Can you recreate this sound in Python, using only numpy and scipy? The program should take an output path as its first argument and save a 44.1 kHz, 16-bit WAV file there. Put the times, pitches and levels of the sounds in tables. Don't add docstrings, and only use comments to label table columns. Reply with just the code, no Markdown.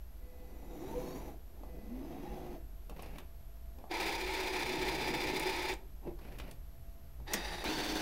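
import sys
import numpy as np
from scipy import signal
from scipy.fft import rfft, irfft, next_fast_len
from scipy.io import wavfile
from scipy.ndimage import uniform_filter1d

SR = 44100
rng = np.random.default_rng(int(sys.argv[2]) if len(sys.argv) > 2 else 0)


def persist_wave(psi):
    counts = np.round(np.clip(psi, -1, 1) * 32767).astype(np.int16)
    wavfile.write(sys.argv[1], SR, np.atleast_2d(counts).T)


def level_to_linear(level):
    exponent = np.asarray(level, float) / 20
    return 10 ** exponent


N = 353241
T = np.arange(N) / SR

# (wall [pitch_hz, density_db], resonances [pitch_hz, width_hz, level_db])
RUN_BODY = [(71, -44), (120, -19), (272, -16), (362, -5.5), (630, -13), (892, -2.5), (1160, -19),
            (2340, -4), (2930, -16), (4980, -14.5), (5410, -18.5), (16000, -23)], [(356.8, 40.5, 2),
            (856, 36, -4.5), (1280, 24, -9), (1776, 14, -4), (2420, 250, -9), (3564, 230, -8.5),
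            (4070, 140, -13), (4880, 100, -9.5), (5800, 110, -16.5), (6860, 71, -14), (9310, 82, -14.5),
            (10960, 130, -20)]
FEED_BODY = [(71, -38), (120, -18), (246, -26), (348, -8), (473, -12), (839, -9.5), (1120, -16),
             (1790, -11), (3820, -15.5), (16000, -25)], [(350, 28, -1), (834, 110, -4.5), (1860, 250, -3.5),
             (2610, 33, -3), (3750, 140, -4), (3850, 17, -8), (4760, 160, -5.5), (5850, 44, -6.5),
             (9750, 220, -11), (10900, 120, -22)]
PULL_BODY = [(71, -49), (120, -22), (314, -12), (630, -19), (911, -18), (1160, -23), (1490, -13),
             (4590, -17.5), (14200, -23.5), (16000, -22)], [(317, 11, -2), (887, 69, -14), (1580, 140, -15),
             (2050, 55, -26), (3560, 75, -9), (4470, 62, -8), (5280, 50, -33), (6070, 72, -12)]
# start_s, running_s, level_db, middle_db, treble_db
BURSTS = [
    (3.893, 1.818, -41.5, 0.5, -12.5),
    (7.258, 0.352, -47.5, 1, -12),
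    (7.628, 0.54, -40.5, -1, -10.5),
]
# time_s, speed_turns_per_s
SPEED = [(3.88, 33.3), (4.2, 33.3), (4.3, 31.13), (5.9, 31.13), (7.25, 29.3), (7.6, 29.3), (7.63, 26.6),
         (8.01, 26)]
MESH = 10, 11, 12, 13, 16, 27, 28, 30, 75
MESH_DB = -6, -4, 0, -8, -9, -7, -2, -8, -10
ROLLER_RATIO = 0.47
START_S, STOP_S, SPIN_UP_S = 0.02, 0.041, 0.037
COLD_MID_DB, COLD_TOP_DB = -7, -13
WORN_SHARE = 0.07

RAMP_BODY = [(71, -44), (120, 0.5), (341, 3), (418, -5), (483, 0.5), (546, -10), (839, -7), (1340, -36),
             (8310, -49.5), (11800, -40.5), (16000, -47.5)], [(345, 36, 3), (655, 59, -5),
             (2260, 650, -37.5), (6230, 760, -42)]
# time_s, effort_db, tooth_hz
WHIRS = [
    [(.1, -76, 400), (.33, -62, 444), (.66, -55, 610), (.76, -49.5, 706), (.96, -45.5, 980),
     (1.13, -46, 1083), (1.29, -48, 870), (1.345, -58.5, 740), (1.45, -85, 600)],
    [(1.45, -80, 300), (1.6, -55.5, 350), (1.72, -57.5, 410), (1.9, -54, 520), (2.05, -49, 674),
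     (2.3, -48, 878), (2.45, -48, 750), (2.55, -48, 694), (2.66, -78, 603)],
    [(4.45, -69, 400), (4.7, -47.5, 600), (5.1, -44, 900), (5.4, -46.5, 796), (5.55, -63, 600)],
]
# middle_db, treble_db, tooth_tone_db, panel_tones_db
WHIR_COLOUR = [(-15.5, -19, -13, -28.5), (-16, -22.5, -8, -37), (-22, -42, -30, -50)]
# width_hz, patchiness_db, pitches_khz
PANELS = [(220, 3, [3.8, 5.9, 7.05, 12.7]), (160, 4, [1.85, 2.7, 3.4, 3.9, 5.1, 6.1]), (200, 3, [4])]
FULL_HZ, BRIGHTER_DB, TOOTH_DB = 900, 4, 6.5
# pitch_hz, level_db
COIL = [(500.6, -64.5), (2003, -74), (2503, -79.5), (4506, -83.5)]
# start_s, hold_s, level_db
COIL_ON = [(.2, 1.05, -77), (1.612, .36, -76), (2.05, 0.22, -79), (2.3, .22, -76)]

# start_s, length_s, from_hz, to_hz, peak_db
GROANS = [(0.362, .36, 343, 345, -62), (0.729, 0.18, 263, 440, -48), (.92, .1, 476, 498, -42),
          (1.01, 0.18, 474, 504, -56), (1.69, .47, 158, 355, -48.5), (2.244, .38, 376, 340, -52),
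          (6.039, 0.084, 336, 345, -43), (7.32, 0.1, 220, 170, -48), (7.48, .16, 175, 180, -53.5)]
# (start_s, length_s, from_hz, to_hz, peak_db)
WHISTLES = [([4, 6], (.78, .2, 890, 1060, -73)), ([4, 6], (.94, .3, 1020, 1180, -70)), ([5],
            (.98, .25, 1050, 1170, -71)), ([1], (7.68, .36, 4640, 4500, -54)), ([2, 3, 3.6, 4.2],
            (2.05, .45, 880, 960, -77))]
SQUEAK = 7.645, .055, 2300, 2650, -45
CRACKLE = 8, 0.2, .3, .05, -58

SLIDE_BODY = [(71, -31), (120, -10), (157, 6), (839, -4.5), (1210, -20.5), (2700, -19), (3170, -28),
              (7200, -31), (11500, -20), (16000, -27)], [(810, 83, -9), (2400, 610, -23)]
# start_s, hold_s, level_db
RUBS = [
    (2.949, .24, -52.5),
    (6.199, .3, -52.5),
]
# peak_s, rise_s, fall_s, level_db
BUMPS = [(2.91, .015, 0.079, -47), (3.8, .06, 0.11, -50.5), (6.08, .07, 0.065, -39.5),
         (7.218, .05, 0.055, -57), (7.345, .05, 0.096, -39.5)]
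# middle_db, treble_db
RUB_COLOUR = (-8.5, -17.5)
BUMP_COLOUR = (-21, -34)
THUDS = .033, [(1.6352, -65, -40, -68, 903), (3.7863, -58, -49, -67, 834), (3.8417, -62, -39, -70, 820),
         (7.2014, -66, -50, -71, 790)]
SNAPS = .033, [(3.0235, -57, -47, -48.5, 10400), (5.3974, -38, -43, -36.5, 9700),
         (6.5124, -46.5, -51, -49, 9000), (5.738, -46, -44, -47, 8000)]
CLICKS = 0.051, [(2.8968, -51, -45, -56, 2680), (3.1842, -45, -45, -52, 2700),
          (6.3994, -41, -42.5, -56, 2360), (7.3355, -30, -39, -29, 5960), (7.3395, -29, -38, -32, 2100),
          (7.6415, -39, -34.5, -42.5, 2470)]
RATTLES = 0.083, [(2.9931, -51.5, -46, -68, 2700), (3.0314, -49.5, -46.5, -71, 2540),
           (3.0594, -53, -49, -64, 2400), (6.1893, -57, -55, -67, 1540), (6.3859, -48, -55, -53, 2650),
           (7.2784, -47, -51, -71, 1870)]

# pitch_hz, t60_s
ROOM = [(150, 0.73), (1000, 0.31), (4000, 0.23), (12000, 0.071)]
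FAN = 129.5, -69, -60, 5.5
# pitch_hz, density_db
FLOOR = [(10, -34), (18, 1), (49, 9), (78, -0.5), (98, -25), (170, -16.5), (500, -26), (1000, -31.5),
         (3000, -38.5), (7000, -42.5), (11000, -44.5), (15500, -44.5), (16500, -62)]
FLOOR_DB = -48.5
# pitch_hz, width_hz, level_db
HUM = [(672, 2.2, -75), (662, 160, -76.5), (9900, 55, -87.5)]
WHINE = 11666.2, 136.4, -3
# level_db, sign
SIDEBANDS = [(-95, -1), (-90, 1), (-84, -1), (-74, 1), (-76, 1), (-85, -1), (-90, 1), (-95, 1)]
# first_s, period_s, pitch_hz, width_hz, level_db
BLIPS = (-.02, .1985, 15550, 600, -80)
OFFSET = 0.0027


def transport(burst, body, shaft_db, roller_db, mesh_db):
    start, running, db, mid_db, top_db = burst
    s, t, level_db = envelope(start, START_S, running, STOP_S, db)
    cold = np.exp(-(t - s) / SPIN_UP_S) + (db - level_db) / 10 * (t > s + running)
    mid_db, top_db = mid_db + COLD_MID_DB * cold, top_db + COLD_TOP_DB * cold
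    angle = np.cumsum(np.interp(t, *np.transpose(SPEED))) / SR + 0.4
    worn = np.interp((angle % 1) * 1400, np.arange(1400), rng.standard_normal(1400))
    shaft = 2 * np.pi * (angle - 0.2)
    throb_db = shaft_db * (np.cos(shaft) - 0.24 * np.sin(2 * shaft))
    throb_db += roller_db * np.cos(2 * np.pi * (ROLLER_RATIO * angle - 0.04))
    drive = np.sqrt(1 - WORN_SHARE) * chatter(len(t), 20000, 0.99) + np.sqrt(WORN_SHARE) * evened(worn)
    drive *= level_to_linear(throb_db + 1.4 * drift(len(t), 17))
    case = housing(drive, body, level_db, mid_db, top_db + 1.13 * throb_db)
    gears = np.zeros(len(t))
    for multiple, tone_db in zip(MESH, MESH_DB):
        strength = level_to_linear(tone_db + 2.5 * drift(len(t), 9))
        gears += strength * np.sin(2 * np.pi * (multiple * angle + rng.random()))
    return s, (case + level_to_linear(level_db + mesh_db) * gears) * np.minimum((t - s) / 0.0027, 1)


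def ramp(rows, colour, panels):
    s, t, (level_db, hz) = columns(rows)
    mid_db, top_db, tooth_db, panel_db = colour
    octaves = np.log2(hz / FULL_HZ)
    drive = chatter(len(t), 9000, 1.5) * level_to_linear(0.8 * drift(len(t), 14))
    grind = housing(drive, RAMP_BODY, level_db, mid_db + 3 * octaves, top_db + BRIGHTER_DB * octaves)
    tooth = glide(0.97 * hz, level_db + tooth_db + TOOTH_DB * octaves, 59, 2.6, [1])
    panel_tones = glide(1000 + 0 * hz, level_db + panel_db, *panels)
    return s, grind + tooth + panel_tones


def chatter(size, per_s, spread_db):
    hit = rng.random(size) < per_s / SR
    strength, sign = rng.exponential(1, size), rng.standard_normal(size)
    return evened(hit * level_to_linear(spread_db * np.minimum(strength, 4)) * sign)


def housing(drive, body, level_db, mid_db, top_db):
    wall, modes = body

    def gain(hz):
        ring = sum(level_to_linear(2 * db) / (1 + (2 * (hz - f) / w) ** 2) ** 1.32 for f, w, db in modes)
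        return np.sqrt(level_to_linear(2 * (read(wall, hz) - 0.5)) + ring * (hz > 100))

    low, mid, top = bands(drive, gain)
    return level_to_linear(level_db) * (low + level_to_linear(mid_db) * mid + level_to_linear(top_db) * top)


def coil(start, hold, db):
    s, t, level_db = envelope(start, 0.03, hold, 0.079, db, 15)
    return s, sum(level_to_linear(tone_db + level_db + 77.5) * np.sin(2 * np.pi * hz * t) for hz, tone_db in COIL)


def sweep(row, width, patchy_db, multiples, dip_db):
    s, length, from_hz, to_hz, db = row
    u = np.linspace(0, 1, round(length * SR))
    hz = from_hz * (to_hz / from_hz) ** u
    return s, glide(hz, db - dip_db * (2 * u - 1) ** 2, width, patchy_db, multiples)


def crackle(shape):
    s, t, level_db = envelope(*shape, 14)
    bursts = signal.lfilter([1], [1, -0.93], abs(chatter(len(t), 260, 2.5)))
    snaps = bursts * rng.standard_normal(len(t))
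    return s, level_to_linear(level_db) * evened(resonate(resonate(snaps, 13000, 3000), 13000, 3500))


def slide(shape, colour):
    s, t, level_db = shape
    drive = chatter(len(t), 8000, 1.6) * level_to_linear(1.4 * drift(len(t), 40))
    rub = housing(drive, SLIDE_BODY, level_db, *colour)
    return s, level_to_linear(-3.0) * rub * signal.windows.tukey(len(t), 0.1)


def tick(s, level_db, bass_db, top_db, hz, t60):
    t = np.arange(6000) / SR

    def gain(f):
        return (f > 300) * (0.4 + 1 / (1 + ((f - hz) / (0.16 * hz)) ** 2))

    def fade(factor, rise_s):
        return level_to_linear(-60 * t / (t60 * factor)) * np.minimum(t / rise_s, 1)

    low, mid, top = bands(rng.standard_normal(len(t)), gain)
    sound = level_to_linear(bass_db) * low * fade(0.55, 0.001)
    sound += level_to_linear(level_db) * mid * fade(0.68, 0.002)
    sound += level_to_linear(top_db) * top * fade(0.9, 0.00039)
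    return s - 0.001, sound


def room(x):
    taps = np.zeros(SR // 2)
    at = np.arange(300, len(taps) - 20, 20)
    taps[at + rng.integers(0, 20, len(at))] = rng.choice([-1., 1.], len(at))
    hz, t, z = signal.stft(taps, SR, nperseg=256)
    tail = signal.istft(z * level_to_linear(-60 * t / read(ROOM, hz)[:, None]), SR, nperseg=256)[1]
    return signal.fftconvolve(x, tail / np.linalg.norm(tail))[:N]


def fan():
    hz, db, louder_db, s = FAN
    level_db = np.interp(T, [s - 0.15, s + 0.15], [db, louder_db])
    return glide(hz * np.ones(N), level_db, 10, 0.86, [0.94])


def background():
    size = next_fast_len(N)
    density = level_to_linear(read(FLOOR, np.fft.rfftfreq(size, 1 / SR)))
    air = irfft(rfft(rng.standard_normal(size)) * density, size)[:N]
    buzz = sum(level_to_linear(db) * fuzzy(N, hz, width) for hz, width, db in HUM)
    centre, step, lowest = WHINE
    whine = np.zeros(N)
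    for k, (db, sign) in enumerate(SIDEBANDS):
        whine += sign * np.sqrt(2) * level_to_linear(db) * np.sin(2 * np.pi * (centre + step * (lowest + k)) * T)
    first, period, hz, width, db = BLIPS
    gate = uniform_filter1d(1. * ((T - first) % period < 0.025), 300)
    blips = level_to_linear(db) * fuzzy(N, hz, width) * gate
    return level_to_linear(FLOOR_DB) * evened(air) + buzz + whine + blips


def glide(hz, level_db, width, patchy_db, multiples):
    tones = np.zeros(len(hz))
    for k in multiples:
        tones += level_to_linear(patchy_db * drift(len(hz), 13.0)) * fuzzy(len(hz), k * hz, width)
    return level_to_linear(level_db) * tones * signal.windows.tukey(len(hz), 0.1)


def fuzzy(size, hz, width):
    return evened(resonate(resonate(rng.standard_normal(size), hz, width), hz, width))


def resonate(x, hz, width):
    turn = np.exp(2j * np.pi * np.cumsum(hz * np.ones(len(x))) / SR)
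    r = np.exp(-np.pi * width / SR)
    return 2 * (turn * signal.lfilter([1 - r], [1, -r], x / turn)).real


def bands(x, gain):
    size = next_fast_len(len(x))
    hz = np.fft.rfftfreq(size, 1 / SR)
    z = rfft(x, size) * gain(hz)
    below, under = 1 / (1 + (hz / 1150) ** 12), 1 / (1 + (hz / 6000) ** 12)
    return [evened(irfft(z * share, size)[:len(x)]) for share in (below, under - below, 1 - under)]


def drift(size, hz):
    smooth = uniform_filter1d(rng.standard_normal(size), int(SR / hz / 4) + 1)
    return evened(signal.lfilter([1], [1, -np.exp(-2 * np.pi * hz / SR)], smooth))


def envelope(s, rise, hold, fall, level_db, depth_db=22):
    at = s + np.cumsum([0, rise, hold, fall])
    s, t, (db,) = columns(np.transpose([at, level_db - depth_db * np.array([1, 0, 0, 1])]))
    return s, t, db


def columns(rows):
    s, *values = np.transpose(rows)
    t = np.arange(s[0], s[-1], 1 / SR)
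    return s[0], t, [np.interp(t, s, v) for v in values]


def read(points, hz):
    f, value = np.transpose(points)
    return np.interp(np.log(hz + 1), np.log(f + 1), value)


def evened(x):
    return x / np.sqrt(np.mean(x ** 2) + 1e-20)


def add(mix, s, sound):
    part = mix[round(s * SR):][:len(sound)]
    part += sound[:len(part)]


def scene():
    machine, latches = fan(), np.zeros(N)
    sounds = [transport(BURSTS[0], RUN_BODY, shaft_db=1.2, roller_db=1.1, mesh_db=-8),
              transport(BURSTS[1], FEED_BODY, shaft_db=0.0, roller_db=0.4, mesh_db=-17),
              transport(BURSTS[2], PULL_BODY, shaft_db=0.4, roller_db=0.2, mesh_db=-12)]
    sounds += [ramp(*whir) for whir in zip(WHIRS, WHIR_COLOUR, PANELS)]
    sounds += [coil(*row) for row in COIL_ON]
    sounds += [sweep(row, 16.3, 0.44, [1], 13.8) for row in GROANS]
    sounds += [sweep(row, 85, 1.8, multiples, 9) for multiples, row in WHISTLES]
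    sounds += [sweep(SQUEAK, 400, 0.5, [0.97, 1.56], 12), crackle(CRACKLE)]
    sounds += [slide(envelope(s, 0.016, hold, 0.058, db), RUB_COLOUR) for s, hold, db in RUBS]
    sounds += [slide(envelope(s - rise, rise, 0, fall, db), BUMP_COLOUR) for s, rise, fall, db in BUMPS]
    for sound in sounds:
        add(machine, *sound)
    for t60, rows in (THUDS, SNAPS, CLICKS, RATTLES):
        for row in rows:
            add(latches, *tick(*row, t60))
    reverberation = level_to_linear(-16.5) * room(machine) + level_to_linear(-9.0) * room(latches)
    return (machine + latches + reverberation + background())[None]


def low_pass(x):
    return signal.sosfilt(signal.butter(12, 16530, fs=SR, output="sos"), x)


def record(dry):
    edge = signal.firwin(1023, 15800, window=("kaiser", 8), fs=SR)
    mix = signal.oaconvolve(dry, edge[None], "same") + OFFSET
    return low_pass(mix)


dry = scene()
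out = record(dry)
persist_wave(out)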